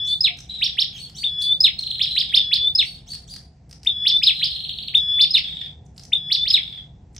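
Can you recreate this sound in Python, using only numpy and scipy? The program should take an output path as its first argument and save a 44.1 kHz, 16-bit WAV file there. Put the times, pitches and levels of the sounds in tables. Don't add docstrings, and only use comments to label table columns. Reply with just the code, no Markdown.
import sys
import numpy as np
from scipy import signal
from scipy.fft import rfft, irfft
from scipy.io import wavfile
from scipy.ndimage import uniform_filter1d, map_coordinates

SR = 44100
rng = np.random.default_rng(int(sys.argv[2]) if len(sys.argv) > 2 else 0)


def boost(x):
    u = np.asarray(x, float) / 20
    return 10 ** u


def materialize(psi):
    bounded = np.clip(np.atleast_2d(psi).T, -1, 1)
    quanta = np.round(bounded * 32767).astype(np.int16)
    wavfile.write(sys.argv[1], SR, quanta)


N = 317079

# (start [s], length [s], strike [dB], dip [dB], swell [dB])
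WHISTLES = [(-.140, 0.284, -12, -28.5, -22.5), (1.245, 0.29, -11.5, -30, -18.5),
            (2.376, 0.31, -7.5, -28.5, -19), (3.874, .300, -10.5, -31.5, -18.5),
            (4.953, .291, -6.5, -25.5, -16), (6.134, 0.31, -9.5, -35, -23.5)]
# (share of length [1], frequency [Hz])
WHISTLE_PITCH = [(0, 3610), (0.028, 3667), (0.098, 3436), (.33, 3404), (.6, 3439), (.9, 3480), (.96, 3532),
                 (1, 3566)]
# (time from its start [s], frequency [Hz], level re its start [dB])
WHISTLE_SCOOP = [(-.016, 1709, -37), (-.010, 2515, -21), (-.005, 3197, -12.5)]
HALF_LINE_FADES = (.04, .14, .62, .9)
# (time [s], pip level [dB], fall level [dB], left minus right [dB])
PHRASE_CLOSES = [(0.205, -12, -8, -2.6), (1.603, -9.5, -6.5, -1.2), (2.7495, -12, -7, 0.5),
                 (4.231, -14.5, -7, 1.8), (5.305, -15, -7, -2.5), (6.501, -12.5, -7.5, 0)]
# (time [s], frequency [Hz], level [dB])
PIP_SHAPE = [(0, 4900, -18), (.003, 5000, 2), (.008, 5130, 3.5), (.016, 5140, -7.5), (0.0208, 5140, -13),
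             (.023, 5130, -39.5)]
# (time [s], frequency [Hz], level [dB])
FALL_SHAPE = [(-.002, 4550, -21), (.003, 4250, -7.5), (.008, 3900, -3), (.016, 3600, -5), (.024, 3305, -11),
              (0.034, 2700, -15.5), (.046, 2115, -23), (0.049, 1776, -35.5)]
# (frequency [Hz], density [dB per Hz])
RUMBLE_SPECTRUM = [(13, -45.5), (22, -20.5), (64, 3), (108, -3.5), (144, 1.5), (176, -4.5), (310, -19),
                   (451, -22), (500, -20.5), (593, -27.5), (715, -19), (893, -27.5), (1060, -34.5),
                   (1300, -58), (1690, -64.5), (2860, -120)]
# (time [s], level [dB])
TRAFFIC_LEVEL = [(0.0, -46.5), (3.44, -46), (3.56, -51), (3.66, -47.5), (5.23, -45), (7.19, -46)]
# (frequency [Hz], density [dB per Hz])
AIR_SPECTRUM = [(800, -22), (1200, -9), (2000, -7.5), (3500, -15.5), (6000, -13), (8000, -20), (11000, -51)]
# (frequency [Hz], likeness [1])
EAR_LIKENESS = [(30, 0.985), (150, 1), (350, 0.93), (700, 0.67), (1500, 0.6), (8000, 0.7)]
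# (time [s], rise [s], top length [s], top frequency [Hz], level [dB])
FLAT_NOTES = [(0.09, 0.046, 0.018, 4560, -31), (0.935, 0.012, 0.024, 3272, -37),
              (0.994, 0.032, 0.042, 4404, -33), (1.186, 0.042, 0.038, 4558, -31.5),
              (1.425, 0.022, 0.019, 4730, -28), (2.851, 0.029, 0.089, 4450, -38),
              (3.098, 0.03, 0.024, 4509, -33.5), (3.304, 0.029, 0.03, 4770, -34.5)]
# (start [s], length [s], start frequency [Hz], end frequency [Hz], level [dB])
DOVE_HOOTS = [
    (.27, 0.098, 727.5, 693, -51.5),
    (1.5, 0.12, 552.3, 556, -61),
    (2.59, .11, 455, 535, -52),
]
# (time [s], peak level [dB], ring frequency [Hz], left minus right [dB])
HOPS = [(0.372, -31, 5700, -3), (1.0984, -37, 4580, -6.5), (1.7918, -33.5, 5350, -9.5),
        (3.1343, -28.5, 4653, -4), (3.3388, -34.5, 4540, -7.5), (3.3634, -31, 4790, 2),
        (3.6955, -35.5, 5320, -2.5), (3.8324, -36, 5140, -1.5), (4.9751, -32, 5230, -1),
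        (5.864, -52, 6360, -8), (5.9631, -34.5, 5060, -3.5), (6.0355, -36.5, 5550, -6.5),
        (7.1480, -33.5, 5750, -6.5)]
HOP_BEATS = (3, 1, 2, 2, 1, 1, 3, 2, 1, 1, 3, 2, 3)
# (first chip [s], first gap [s], growth of each next gap [s])
TRILL_BOUTS = [
    (.508, .0445, 0),
    (1.799, .0378, .00068),
    (4.321, .0378, .00092),
    (5.445, .0402, .0016),
    (6.590, .044, .002),
]
TRILL_CHIPS = (6, 13, 14, 6, 5)
# (time from the drop [s], frequency [Hz], level re crest or drop [dB])
CHIP_SHAPE = [(-.017, 3350, -30), (-.012, 3900, -8), (-.007, 4250, 0), (-.003, 4130, -3), (0, 3550, 0),
              (.002, 3000, -9), (.005, 2300, -32)]
# (time [s], hook width [1], crest [dB], drop [dB], echo gain as it turns away [dB])
TRILL_EFFORT = [(0.499, .71, -30, -35, 8.5), (.62, 0.49, -27.5, -41, 12), (0.749, .3, -47, -29.5, 11),
                (1.8, .93, -18.5, -24.5, 0), (2.0, .95, -24.5, -15, 3.5), (2.15, 0.8, -20.5, -25, 7.5),
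                (2.302, .35, -34.5, -26, 10), (4.3, 0.67, -28.5, -31, 8.5), (4.452, .95, -29.5, -19, 8.5),
                (4.901, 1.25, -27, -20, 4.5), (5.438, 0.35, -41, -32.5, 11), (5.529, 0.37, -32, -28, 8),
                (5.669, .27, -37.5, -26.5, 7), (6.58, 0.37, -39.5, -21, 5), (6.8, .22, -47, -32, 10)]
# (time of top [s], top frequency [Hz], rise [dB], fall [dB], left minus right [dB])
ARCHES = [(0.6506, 5557, -8.5, -13, -2), (0.8099, 5416, -10.5, -10.5, -3), (2.034, 5350, -11.5, -12.5, -2),
          (2.198, 5320, -10, -11, -2.5), (2.364, 5325, -9.5, -11.5, -3.5), (2.550, 5400, -9.5, -14, -4),
          (4.09, 5470, -8.5, -12.5, -1), (4.254, 5267, -11.5, -11.5, -1.1), (4.452, 5330, -8.5, -19, -2.2),
          (5.226, 5403, -10, -12.5, 2), (5.385, 5355, -13.5, -20, -3), (6.339, 5614, -11.5, -13, -2.7),
          (6.494, 5390, -13, -14.5, -3)]
# (time from the top [s], share of top frequency [1], level re rise, top or fall [dB])
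ARCH_SHAPE = [(-.042, .29, -38), (-.028, .485, -15), (-.017, .66, 0), (-.008, .89, -4), (-.003, 1.0, 0),
              (.003, .995, 0), (.008, .875, 2), (.015, .65, -1), (.032, .29, -41)]
# (start [s], end [s], frequency [Hz], start level [dB], end level [dB])
TREBLE_TONES = [(1.40, 1.76, 9810, -67, -80), (1.60, 2.17, 15640, -71, -72), (2.78, 2.98, 9000, -72.5, -86),
                (3.10, 3.48, 9850, -91, -102), (4.27, 4.97, 15150, -66, -70.5),
                (4.97, 5.18, 15332, -93.5, -92), (6.35, 6.80, 10690, -76.5, -90),
                (6.47, 6.82, 13953, -74, -86)]

STRIKE_S, STRIKE_LOSS_DB, DIP_S = 0.0072, 6, .05
SURGE_S, SURGE_DB, LET_GO_DB = .035, 5, 4
PIP_TO_FALL_S = .034
AIR_DB = -66.5
QUIET_DB, HUSH_DB, HUSH_S = -51, -6, 0.031
WALL_CUT_HZ = 9400
BEAT_S, LIFT_OFF_DB = .0165, -14
HOOK_CENTRE_HZ = 3420
CHIP_CHANCE_DB, CHIP_CHANCE_HZ = 1.3, 60
RASP_DB, RASP_LOSS_DB = -9, 17
TOP_LOSS_DB = 12
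TOP_BIN = 92


def slow(size, rate):
    knots = rng.standard_normal(int(size * rate / SR) + 3)
    return map_coordinates(knots, [np.arange(size) * rate / SR], order=3)


def add(out, s, hz, rms_db, partials, pan_db, flutter_db, breath_db=-50., overtone_floor_hz=6600, rasp_db=-40.):
    i = np.arange(max(int(s[0] * SR), 0), min(int(s[-1] * SR), N))
    pitch = np.interp(i / SR, s, hz)
    phase = 2 * np.pi * (np.cumsum(pitch) / SR + rng.random())
    tone = np.zeros(len(i))
    for k, db in partials:
        escape = np.clip(1 if k < 2 else (k * pitch - overtone_floor_hz) / 900, 0, 1)
        tone += boost(db) * np.sin(k * phase) * (k * pitch < .45 * SR) * escape
    tone = tone * (1 + boost(rasp_db) * slow(len(i), 3400))
    breath = np.diff(rng.standard_normal(len(i) + 1))
    tone = np.sqrt(2) * tone + boost(breath_db) * breath
    tone = tone * boost(np.interp(i / SR, s, rms_db) + flutter_db * slow(len(i), 168.7))
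    tone = tone * signal.windows.tukey(len(i), min(1, 180 / len(i)))
    out[:, i] += tone * boost(np.array([[pan_db / 2], [-pan_db / 2]]))


def yard(x, ground_db, wall_db, near_db, near_t60, far_db, far_t60, send=1):
    t = np.arange(SR) / SR
    near = boost(near_db - 60 * t / near_t60) * np.clip(t / .016, 0, 1)
    far = boost(far_db - 60 * t / far_t60) * np.clip(t / .03, 0, 1)
    shared, own = rng.standard_normal(SR), rng.standard_normal((2, SR))
    echo = (.55 * shared + 1.2 * own) * np.hypot(near, far)
    echo = echo * boost(2.5 * slow(SR, 220) - .5)
    echo[:, int(.0031 * SR)] += boost(ground_db)
    echo[:, int(.026 * SR)] += boost(wall_db)
    echo = signal.sosfilt(signal.butter(1, WALL_CUT_HZ, fs=SR, output="sos"), echo)
    sent = np.tile(send * x.mean(axis=0), (2, 1))
    return x + signal.fftconvolve(sent, echo, axes=1)[:, :N]


def whistler():
    out, send = np.zeros((2, N)), np.ones(N)
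    share, shape_hz = np.transpose(WHISTLE_PITCH)
    for at, length, strike_db, dip_db, swell_db in WHISTLES:
        s = np.linspace(0, length, num=80)
        hz = np.interp(s / length, share, shape_hz)
        surge_db = swell_db + SURGE_DB
        db = np.interp(s, [0, STRIKE_S, DIP_S, length - SURGE_S, length - 0.28 * SURGE_S, length],
                       [strike_db, strike_db - STRIKE_LOSS_DB, dip_db, swell_db, surge_db,
                        surge_db - LET_GO_DB])
        s = s + at
        merge_s = [s[0] + .015, s[0] + .035, s[-1] - .045, s[-1] - .02]
        send -= np.interp(np.arange(N) / SR, merge_s, [0, .8, .8, 0])
        lead_s, lead_hz, lead_db = np.transpose(np.array(WHISTLE_SCOOP) + [s[0], 0, db[0]])
        s = np.r_[lead_s, s, s[-1] + .008]
        hz = np.r_[lead_hz, hz, hz[-1]]
        db = np.r_[lead_db, db, db[-1] - 25]
        add(out, s, hz, db, [(1, -0.5), (2, -39.0), (4, -55.5)], pan_db=2.5, flutter_db=1.68, breath_db=-61.0)
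        fade_db = np.interp((s - at) / length, HALF_LINE_FADES, [-30, 0, 0, -30])
        add(out, s, hz, db + fade_db, [(.5, -39.0), (1.5, -27.5), (2.5, -55.5)], pan_db=1.0,
            flutter_db=2.2, breath_db=-93)
    for at, pip_db, fall_db, pan_db in PHRASE_CLOSES:
        s, hz, db = np.transpose(PIP_SHAPE)
        add(out, at + s, hz, db + pip_db, [(1, -3.5), (2, -44.5), (3, -51.5)], pan_db,
            flutter_db=-1.5, breath_db=-50.0)
        s, hz, db = np.transpose(FALL_SHAPE)
        add(out, at + PIP_TO_FALL_S + s, hz, db + fall_db, [(1, 1), (2, -33.0), (3, -54.0), (4, -42.0)],
            pan_db, flutter_db=3.0, breath_db=-54.5, rasp_db=-27.5)
    return yard(out, ground_db=-22.5, wall_db=-19.5, near_db=-32.5, near_t60=0.2,
                far_db=-52.5, far_t60=0.54, send=send)


def background(spectrum, level_db):
    log_hz = np.log(np.maximum(np.fft.rfftfreq(N, 1 / SR), 1))

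    def curve(table):
        hz, value = np.transpose(table)
        return np.interp(log_hz, np.log(hz), value)

    alike = np.clip(curve(EAR_LIKENESS), 0, 1)
    mid, side = rfft(rng.standard_normal((2, N))) * boost(curve(spectrum))
    x = irfft(np.sqrt(1 + alike) * mid + np.sqrt(1 - alike) * side * [[1], [-1]], N)
    return boost(level_db) * x / np.std(x)


def farther():
    out = np.zeros((2, N))
    for at, rise, length, top_hz, level_db in FLAT_NOTES:
        s = at + np.array([-rise, -.45 * rise, -.1 * rise, .25 * length, length, length + .009, length + .024])
        hz = top_hz * np.array([.62, .78, .965, 1.01, .99, .88, .68])
        db = level_db + np.array([-24., -7., -1, 0, -2, -4., -14.])
        add(out, s, hz, db, [(1, -6), (2, -20.5), (3, -39.0)], pan_db=0.0, flutter_db=4.0,
            breath_db=-27.5, overtone_floor_hz=3000, rasp_db=-16.0)
        octave_db = [level_db - 21.5, level_db - 16.0, level_db - 28.0]
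        add(out, s[:3], 2 * hz[:3], octave_db, [(0.91, 0.0035)], pan_db=1.5, flutter_db=4.0)
    return yard(out, ground_db=-8.0, wall_db=-23.0, near_db=-26.5, near_t60=0.29, far_db=-50.0, far_t60=.6)


def dove():
    out = np.zeros((2, N))
    for at, length, start_hz, end_hz, level_db in DOVE_HOOTS:
        s = at + length * np.array([0, .35, .65, 1])
        hz = np.interp(s, s[[0, -1]], [start_hz, end_hz])
        db = level_db + np.array([-14., 0, 0, -14.])
        add(out, s, hz, db, [(1, 0)], pan_db=0, flutter_db=0, breath_db=-90)
    return out


def wings():
    out, t = np.zeros((2, N)), np.arange(300) / SR
    snaps = []
    for (s, db, hz, pan), beats in zip(HOPS, HOP_BEATS):
        for k in range(beats):
            snaps.append((s + BEAT_S * k, db + LIFT_OFF_DB * (k < beats - 2), hz, pan))
    ticks = rng.standard_normal((len(snaps), 300))
    band = signal.butter(2, [1400, 8600], "band", fs=SR, output="sos")
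    for (at, peak_db, ring_hz, pan_db), tick in zip(snaps, ticks):
        tick = signal.sosfilt(band, tick) * np.exp(-t / 0.00086)
        ring = np.sin(2 * np.pi * ring_hz * t) * t / .00022 * np.exp(1 - t / .00022)
        gain = boost(peak_db + np.array([[pan_db / 2], [-pan_db / 2]]))
        i = round(at * SR)
        out[:, i:i + 300] += (gain * (1.72 * ring + 1.0 * tick))[:, :N - i]
    return yard(out, ground_db=-2.0, wall_db=-28.5, near_db=-27.5, near_t60=0.23, far_db=-52.0, far_t60=0.89)


def triller():
    out, (s, hz, db) = np.zeros((2, N)), np.transpose(CHIP_SHAPE)
    when, *controls, away_db = np.transpose(TRILL_EFFORT)
    for (first, gap, slowing), chips in zip(TRILL_BOUTS, TRILL_CHIPS):
        k = np.arange(chips)
        for at in first + gap * k + slowing * k * (k - 1) / 2:
            wide, crest_db, drop_db = (np.interp(at, when, c) for c in controls)
            hook_hz = HOOK_CENTRE_HZ + (hz - HOOK_CENTRE_HZ) * wide
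            hook_hz = hook_hz + CHIP_CHANCE_HZ * rng.standard_normal()
            crest_db, drop_db = [crest_db, drop_db] + CHIP_CHANCE_DB * rng.standard_normal(2)
            hook_db = db + np.where(s < 0, crest_db, drop_db)
            add(out, at + s / np.clip(wide, .3, 1) ** 0.58, hook_hz, hook_db,
                [(1, -2.5), (2, -32.0), (3, -50.5), (4, -54.5)], pan_db=-0.2, flutter_db=3.0,
                breath_db=-38.5, rasp_db=RASP_DB - RASP_LOSS_DB * wide)
    send = boost(np.interp(np.arange(N) / SR, when, away_db))
    return yard(out, ground_db=-14., wall_db=-23., near_db=-32.5, near_t60=.22,
                far_db=-52., far_t60=.45, send=send)


def archer():
    out, (s, share, db) = np.zeros((2, N)), np.transpose(ARCH_SHAPE)
    for at, top_hz, rise_db, fall_db, pan_db in ARCHES:
        top_db = (rise_db + fall_db) / 2 - TOP_LOSS_DB
        effort_db = np.interp(s, [-0.0095, -0.003, 0.01, 0.0092], [rise_db, top_db, top_db, fall_db])
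        add(out, at + s, top_hz * share, db + effort_db, [(1, -2), (2, -35.5), (3, -42.5), (4, -43.0)],
            pan_db, flutter_db=2.4, rasp_db=-32.0)
    return yard(out, ground_db=-12., wall_db=-14., near_db=-33., near_t60=.24, far_db=-50., far_t60=.55)


def copied_treble(x, hiss, limit_db, mute_db, seam_db):
    z = signal.stft(x, nperseg=256, noverlap=192)[2]
    frames = z.shape[2] // 16 * 16
    copy = np.concatenate([z[:, 8:36, :frames], z[:, 12:40, :frames]], axis=1)

    def tiles(v):
        return v.reshape(2, 8, 7, -1, 16)

    def power(v):
        return np.mean(np.abs(tiles(v)) ** 2, axis=(2, 4), keepdims=True) + 1e-20

    want, have = power(z[:, 40:96, :frames]), power(copy)
    gain = np.minimum(want / have, boost(2 * limit_db))
    gain = gain * (want > boost(2 * mute_db))
    noise = rng.standard_normal(copy.shape) + 1j * rng.standard_normal(copy.shape)
    fill = np.sqrt(gain) * (tiles(copy) + hiss * np.sqrt(have) * tiles(noise))
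    z[:, 40:] = 0
    z[:, 40:96, :frames] = fill.reshape(copy.shape)
    z[:, TOP_BIN:] = 0
    z[:, 65:70] *= boost(seam_db)
    return signal.istft(z, nperseg=256, noverlap=192)[1][:, :N]


def treble_tones():
    out = np.zeros((2, N))
    for start, end, hz, start_db, end_db in TREBLE_TONES:
        add(out, [start, end], [hz, hz], [start_db, end_db], [(1, 0)], pan_db=0, flutter_db=1.5, breath_db=-90)
    return out


def scene():
    birds = whistler() + farther() + wings() + triller() + archer()
    traffic_db = np.interp(np.arange(N) / SR, *np.transpose(TRAFFIC_LEVEL))
    rumble = background(RUMBLE_SPECTRUM, 0) * boost(traffic_db)
    bird_power = np.abs(uniform_filter1d(birds[0] ** 2, int(HUSH_S * SR)))
    loud_db = 10 * np.log10(bird_power + 1e-12)
    hush = boost(HUSH_DB * np.clip((QUIET_DB - loud_db) / 10, 0, 1))
    return birds + dove() + rumble + hush * background(AIR_SPECTRUM, AIR_DB)


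def top_cut(x):
    return signal.sosfilt(signal.butter(12, 16250, fs=SR, output="sos"), x)


def record(dry):
    rounded = 1.4 * np.tanh(dry / 1.4)
    thrifty = copied_treble(rounded, hiss=.9, limit_db=15.5, mute_db=-101., seam_db=-17.5)
    return top_cut(thrifty + treble_tones())


dry = scene()
out = record(dry)
materialize(out)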